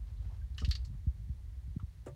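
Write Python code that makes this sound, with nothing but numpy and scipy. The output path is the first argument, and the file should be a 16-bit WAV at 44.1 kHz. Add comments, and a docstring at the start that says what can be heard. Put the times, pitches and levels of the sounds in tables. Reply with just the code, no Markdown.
"""Shifting about in a cramped attic

A hand-held camera rumbles and is bumped by the hand, over faint hiss, rustling clothes and the tick
of its circuits. Among a few soft scuffs, something dry and brittle snaps in a short run of clicks,
each a crack with a resonant decay and a close echo. Last, a knock rings a board's hollow modes."""
import sys
import numpy as np
from scipy import signal
from scipy.fft import rfft, irfft, next_fast_len
from scipy.io import wavfile

SR = 44100
rng = np.random.default_rng(int(sys.argv[2]) if len(sys.argv) > 2 else 0)


def persist_wave(psi):
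    """Save psi, clipped to +-1, as 16-bit WAV."""
    counts = np.round(np.clip(psi, -1, 1) * 32767).astype(np.int16)
    wavfile.write(sys.argv[1], SR, np.atleast_2d(counts).T)


N = 94815
AGE = np.arange(SR // 2) / SR  # time since an event's onset [s]


def amp(db):
    """Amplitude grows tenfold for every 20 dB."""
    return 10 ** (np.asarray(db) / 20)


def unit(x):
    """Normalisation to an rms of 1."""
    return x / np.sqrt(np.mean(x ** 2) + 1e-20)


def along(points, hz):
    """Interpolation of (frequency [Hz], level [dB]) points on a logarithmic frequency axis."""
    freqs, levels = np.transpose(points)
    return np.interp(np.log(hz + 1), np.log(freqs + 1), levels)


def envelope(points):
    """Amplitude envelope through (time [s], level [dB]) points."""
    return amp(np.interp(np.arange(N) / SR, *np.transpose(points)))


def noise(colour_db, size=len(AGE)):
    """Spectral shaping: white noise weighted by a dB function of frequency, at an rms of 1."""
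    hz = np.fft.rfftfreq(size, 1 / SR)
    return unit(irfft(rfft(rng.standard_normal(size)) * amp(colour_db(hz)), size))


def decay(t60, delay=0):
    """Exponential decay by 60 dB in t60 seconds, starting after a delay."""
    return (AGE >= delay) * np.exp(-np.log(1000) * np.abs(AGE - delay) / t60)


def ring(modes):
    """Modal superposition: damped sinusoids, each excited with random strength and sign."""
    chance = rng.standard_normal((len(modes), 2))
    return sum(amp(db + 2 * spread) * np.sign(side) * decay(t60) * np.sin(2 * np.pi * hz * AGE)
               for (hz, db, t60), (spread, side) in zip(modes, chance))


def add(track, start, sound):
    """Superposition of a sound on the track from a start time in seconds."""
    part = track[max(round(start * SR), 0):][:len(sound)]
    part += sound[:len(part)]


def handling():
    """Structure-borne noise: the camera body rumbles in the hand while the fingers rub on it."""
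    # course of the rumble and of the rubbing: (time [s], relative level [dB])
    rumble_levels = [(0.0, -41), (0.11, -48), (0.22, -44), (0.5, -42), (1.07, -46), (1.76, -45.5),
                     (1.89, -50.5), (2.15, -52)]
    grip_levels = [(0, -63), (.6, -62), (.85, -59), (.92, -41), (1.0, -64.5), (1.2, -52), (1.33, -51.5),
                   (1.42, -64.5), (1.6, -68), (1.7, -55), (1.9, -62.5), (2.15, -53.5)]
    # their spectra: (frequency [Hz], relative level [dB])
    rumble_colour = [(15, -57), (25, -28.5), (35, -4), (47, 0), (62, -0.5), (80, -6.5), (105, -12),
                     (150, -31), (220, -34.5), (320, -57.5), (600, -69), (1500, -110)]
    grip_colour = [(40, -26), (80, -10.5), (110, 10.5), (170, -2), (260, -27.5), (400, -33.5), (900, -68),
                   (2000, -118)]
    rumble = amp(2.5) * envelope(rumble_levels) * noise(lambda hz: along(rumble_colour, hz), N)
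    rubbing = envelope(grip_levels) * noise(lambda hz: along(grip_colour, hz), N)
    return rumble + rubbing


def hiss():
    """Stationary broadband noise forms a faint floor."""
    # spectrum of the hiss: (frequency [Hz], relative level [dB])
    colour = [(160, -20.5), (280, -1.5), (420, -7), (640, -10.5), (900, -11.5), (1400, -15), (1950, -11.5),
              (2500, -16.5), (4400, -16), (5000, -19.5), (5500, -18.5), (6700, -20), (7700, -22.5),
              (9500, -21), (10600, -26), (12000, -24), (15500, -26.5)]
    return amp(-72.5) * noise(lambda hz: along(colour, hz), N)


def rustle():
    """Friction noise of clothing, modulated by single fibres that catch at random."""
    # course of the rustle: (time [s], level [dB])
    levels = [(0, -79), (.08, -76), (.24, -75.5), (.33, -70.5), (.5, -86), (.6, -74), (.82, -75.5),
              (.92, -84), (1.1, -90.5), (2.15, -84.5)]
    # its spectrum: (frequency [Hz], relative level [dB])
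    colour = [(300, 1.5), (900, 3), (2200, -6), (4200, -7), (7000, -15), (10000, -25), (14000, -40)]
    catches_per_s, relax_s = 120, 0.008
    catches = (rng.random(N) < catches_per_s / SR) * rng.exponential(size=N)
    grain = unit(signal.lfilter([1], [1, -np.exp(-1 / (relax_s * SR))], catches))
    roughness = np.sqrt(0.5 + 0.5 * grain ** 2)  # the catches carry half the power
    return envelope(levels) * roughness * noise(lambda hz: along(colour, hz), N)


def electronics():
    """Pulse modulation of a high tone: the camera's circuits tick faintly twice a frame."""
    # electrical ticks: (time within the frame [s], peak level [dB])
    ticks = [(.002, -73.5), (.0157, -74)]
    frame_hz, whine_hz, width_s = 30, 9450, 0.0003
    t = np.arange(N) / SR
    pulses = np.zeros(N)
    for centre, db in ticks:
        offset_s = (((t - centre) * frame_hz + 0.5) % 1 - 0.5) / frame_hz
        pulses += amp(db) * np.exp(-(offset_s / width_s) ** 2)
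    return pulses * np.sin(2 * np.pi * whine_hz * t)


def scuffs():
    """Damped resonance: each soft brush or tap is a burst of noise in one band."""
    # brushes and taps: (time [s], level [dB], centre [Hz], width [octaves], rise [s], t60 [s])
    touches = [(0.064, -75, 4200, .3, 0.0073, 0.21), (0.159, -69.5, 3620, 0.23, 0.013, 0.19),
               (.295, -56, 790, 0.36, 0.013, .16), (.415, -66, 1608, 0.02, 0.0028, 0.1),
               (.618, -49, 413, 0.51, 0.0023, 0.13), (0.618, -51.5, 1210, 0.12, 0.00076, 0.071),
               (0.619, -42, 178, 0.44, 0.0018, 0.15), (.93, -69.5, 910, .8, 0.014, 0.24),
               (1.375, -71, 800, 0.25, .005, 0.12), (1.7968, -54.5, 1150, 0.23, 0.0012, 0.076),
               (1.798, -67, 2700, 0.46, 0.0006, 0.04), (2.09, -44, 141.3, 0.099, .005, 0.29)]
    out = np.zeros(N)
    for start, db, centre_hz, width, rise, t60 in touches:
        band = noise(lambda hz: -20 * np.log10(1 + (np.log2((hz + 1) / centre_hz) / width) ** 4 / 2))
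        add(out, start, amp(db) * band * (1 - np.exp(-AGE / rise)) * decay(t60))
    return out


def bumps():
    """Transient response: a soft push gives a few cycles that sag to the camera body's own pitch."""
    # pushes of the hand: (time [s], level before filtering [dB], time scale [s], starting pitch [Hz])
    pushes = [(0.117, -33.5, 0.017, 126), (0.193, -33, 0.022, 110), (0.258, -33, 0.019, 222),
              (0.319, -43, 0.016, 190), (0.419, -39, 0.029, 132), (0.501, -31.5, 0.023, 183),
              (0.632, -25, 0.019, 118), (0.6774, -20.5, 0.022, 270), (0.801, -29.5, 0.031, 116),
              (0.9, -37, 0.014, 253), (0.946, -38, 0.011, 282), (1.0679, -21.5, 0.02, 281),
              (1.28, -43.5, 0.013, 220), (1.2945, -28.5, .011, 196), (1.678, -33, 0.013, 210),
              (1.7632, -27.5, 0.0089, 360), (1.8285, -30, 0.016, 258)]
    body_hz, sag_s, soft_hz = 57.9, 0.0053, 398
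    out = np.zeros(N)
    for start, db, length, start_hz in pushes:
        pitch = body_hz + (start_hz - body_hz) * np.exp(-AGE / sag_s)
        swell = (AGE / length) ** 1.23 * np.exp(-(AGE / length) ** 2)
        add(out, start, -amp(db) * swell / swell.max() * np.sin(2 * np.pi * np.cumsum(pitch) / SR))
    soft_hand = signal.butter(4, soft_hz, fs=SR, output="sos")  # a soft contact passes only lows
    return signal.sosfiltfilt(soft_hand, out)


def snaps():
    """Impulse excitation: a brittle crack is followed by an echo, a quick ring and reverberation."""
    # dry snaps: (time [s], level [dB], body [dB], edge [dB], air [dB], t60 [s],
    # resonance [Hz], resonance height [dB], opening crack [dB])
    clicks = [(0.5458, -65, -6, 1, 5, 0.043, 4030, 10, -2), (0.574, -67, -12, 5, 30, 0.068, 3000, -2, -12),
              (0.5806, -45, 20, 4.5, 4, 0.13, 3000, 15.5, -16),
              (0.599, -54.5, 2, 8, 13.5, 0.15, 5450, 10.5, -12),
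              (0.6477, -44, 5.5, -3.5, 0.5, 0.088, 2870, 10, 5.5),
              (0.6871, -55, 8, 6, 22, 0.12, 3520, 17.5, -2), (0.7112, -36, 2, -7, -2, 0.097, 4440, 7.5, 0),
              (0.7523, -42.5, 7, -1, 2, 0.075, 4570, 8.5, 4.5),
              (0.8477, -58, 9, 13.5, 17, 0.11, 4400, 9, -12)]
    # spectrum common to all snaps: (frequency [Hz], relative level [dB])
    base_colour = [(200, -51), (700, -44), (1200, -18.5), (1500, -20.5), (1800, -10.5), (2400, -11.5),
                   (2900, -6), (3400, -4), (3900, 1.5), (4700, 0), (5300, -3), (6200, -8), (7500, -14),
                   (10000, -29.5), (15500, -38)]
    # modes of the brittle object: (frequency [Hz], relative level [dB], t60 [s])
    modes = [(1740, -6, 0.12), (2780, -3, 0.1), (3885, 1, 0.048), (4320, 1, 0.092), (4695, -14, 0.26),
             (4870, -1.5, 0.061)]
    half_width_hz, build_s = 150, 0.0007
    build = 1 - np.exp(-AGE / build_s)  # the dense ring grows as echoes gather
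    rafter_echo = amp(-1.5) * decay(t60=0.024, delay=0.0013)
    attic_tail = amp(-18) * decay(t60=0.2)
    out = np.zeros(N)
    for start, db, body_db, edge_db, air_db, t60, peak_hz, peak_db, crack_db in clicks:
        tone = [(1500, body_db), (4000, 0), (7000, edge_db), (11000, air_db)]
        resonance = lambda hz: peak_db / (1 + ((hz - peak_hz) / half_width_hz) ** 2)
        burst = noise(lambda hz: along(base_colour, hz) + along(tone, hz) + resonance(hz))
        crack = amp(crack_db) * decay(t60=0.0054)
        parts = [crack, rafter_echo, build * decay(t60), attic_tail]
        contour = np.linalg.norm(parts, axis=0)  # incoherent parts add in power
        add(out, start, amp(db) * (burst * contour + amp(-13) * ring(modes)))
    return out


def knock():
    """Free vibration: a board struck in a quick cluster of contacts rings hollow in its modes."""
    # contacts, and bright ticks where the wood catches: (time [s], level [dB])
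    contacts = [(2.062, -50), (2.067, -47.5), (2.0714, -44.5), (2.082, -58), (2.093, -60)]
    ticks = [(2.062, -60), (2.082, -66.5)]
    # modes of the board: (frequency [Hz], relative level [dB], t60 [s])
    modes = [(286, -6.5, 0.087), (358.5, 5.5, .09), (430, 5.5, 0.053), (513, -6, 0.15), (575, -5, 0.19),
             (666, -8, .12), (781, -13, 0.11), (923, -11, 0.15), (1180, -10, .09), (1615, -9, 0.025),
             (1780, -12, 0.064), (2860, -19, 0.057)]
    # spectra of thud and tick: (frequency [Hz], relative level [dB])
    thud_colour = [(100, -13), (350, 7), (900, -4), (1800, -11), (3000, -20.5), (5500, -35), (7500, -25),
                   (10000, -34.5), (12000, -41), (15500, -42)]
    tick_colour = [(2000, -27), (5500, -7), (7300, 2), (10000, -7), (11500, -29), (15000, -14)]
    rise_s = 0.00097
    attack = 1 - np.exp(-AGE / rise_s)
    out = np.zeros(N)
    for start, db in contacts:
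        thud = noise(lambda hz: along(thud_colour, hz)) * decay(t60=0.092)
        add(out, start, amp(db) * attack * (amp(-2) * ring(modes) + amp(-3) * thud))
    for start, db in ticks:
        add(out, start, amp(db) * noise(lambda hz: along(tick_colour, hz)) * decay(t60=0.065))
    return out


def scene():
    """Linear superposition of all sources at one microphone."""
    return (handling() + hiss() + rustle() + electronics() + scuffs() + bumps() + snaps() + knock())[None]


def record(dry):
    """Band limiting: the camera thins the deepest bass and passes nothing above its upper limit."""
    low_cut_hz, top_hz = 32, 15850
    size = next_fast_len(N + SR // 2)
    hz = np.fft.rfftfreq(size, 1 / SR)
    low_cut = hz ** 4 / (hz ** 4 + low_cut_hz ** 4)
    return irfft(rfft(dry, size) * low_cut * (hz < top_hz), size)[:, :N]


dry = scene()
out = record(dry)
persist_wave(out)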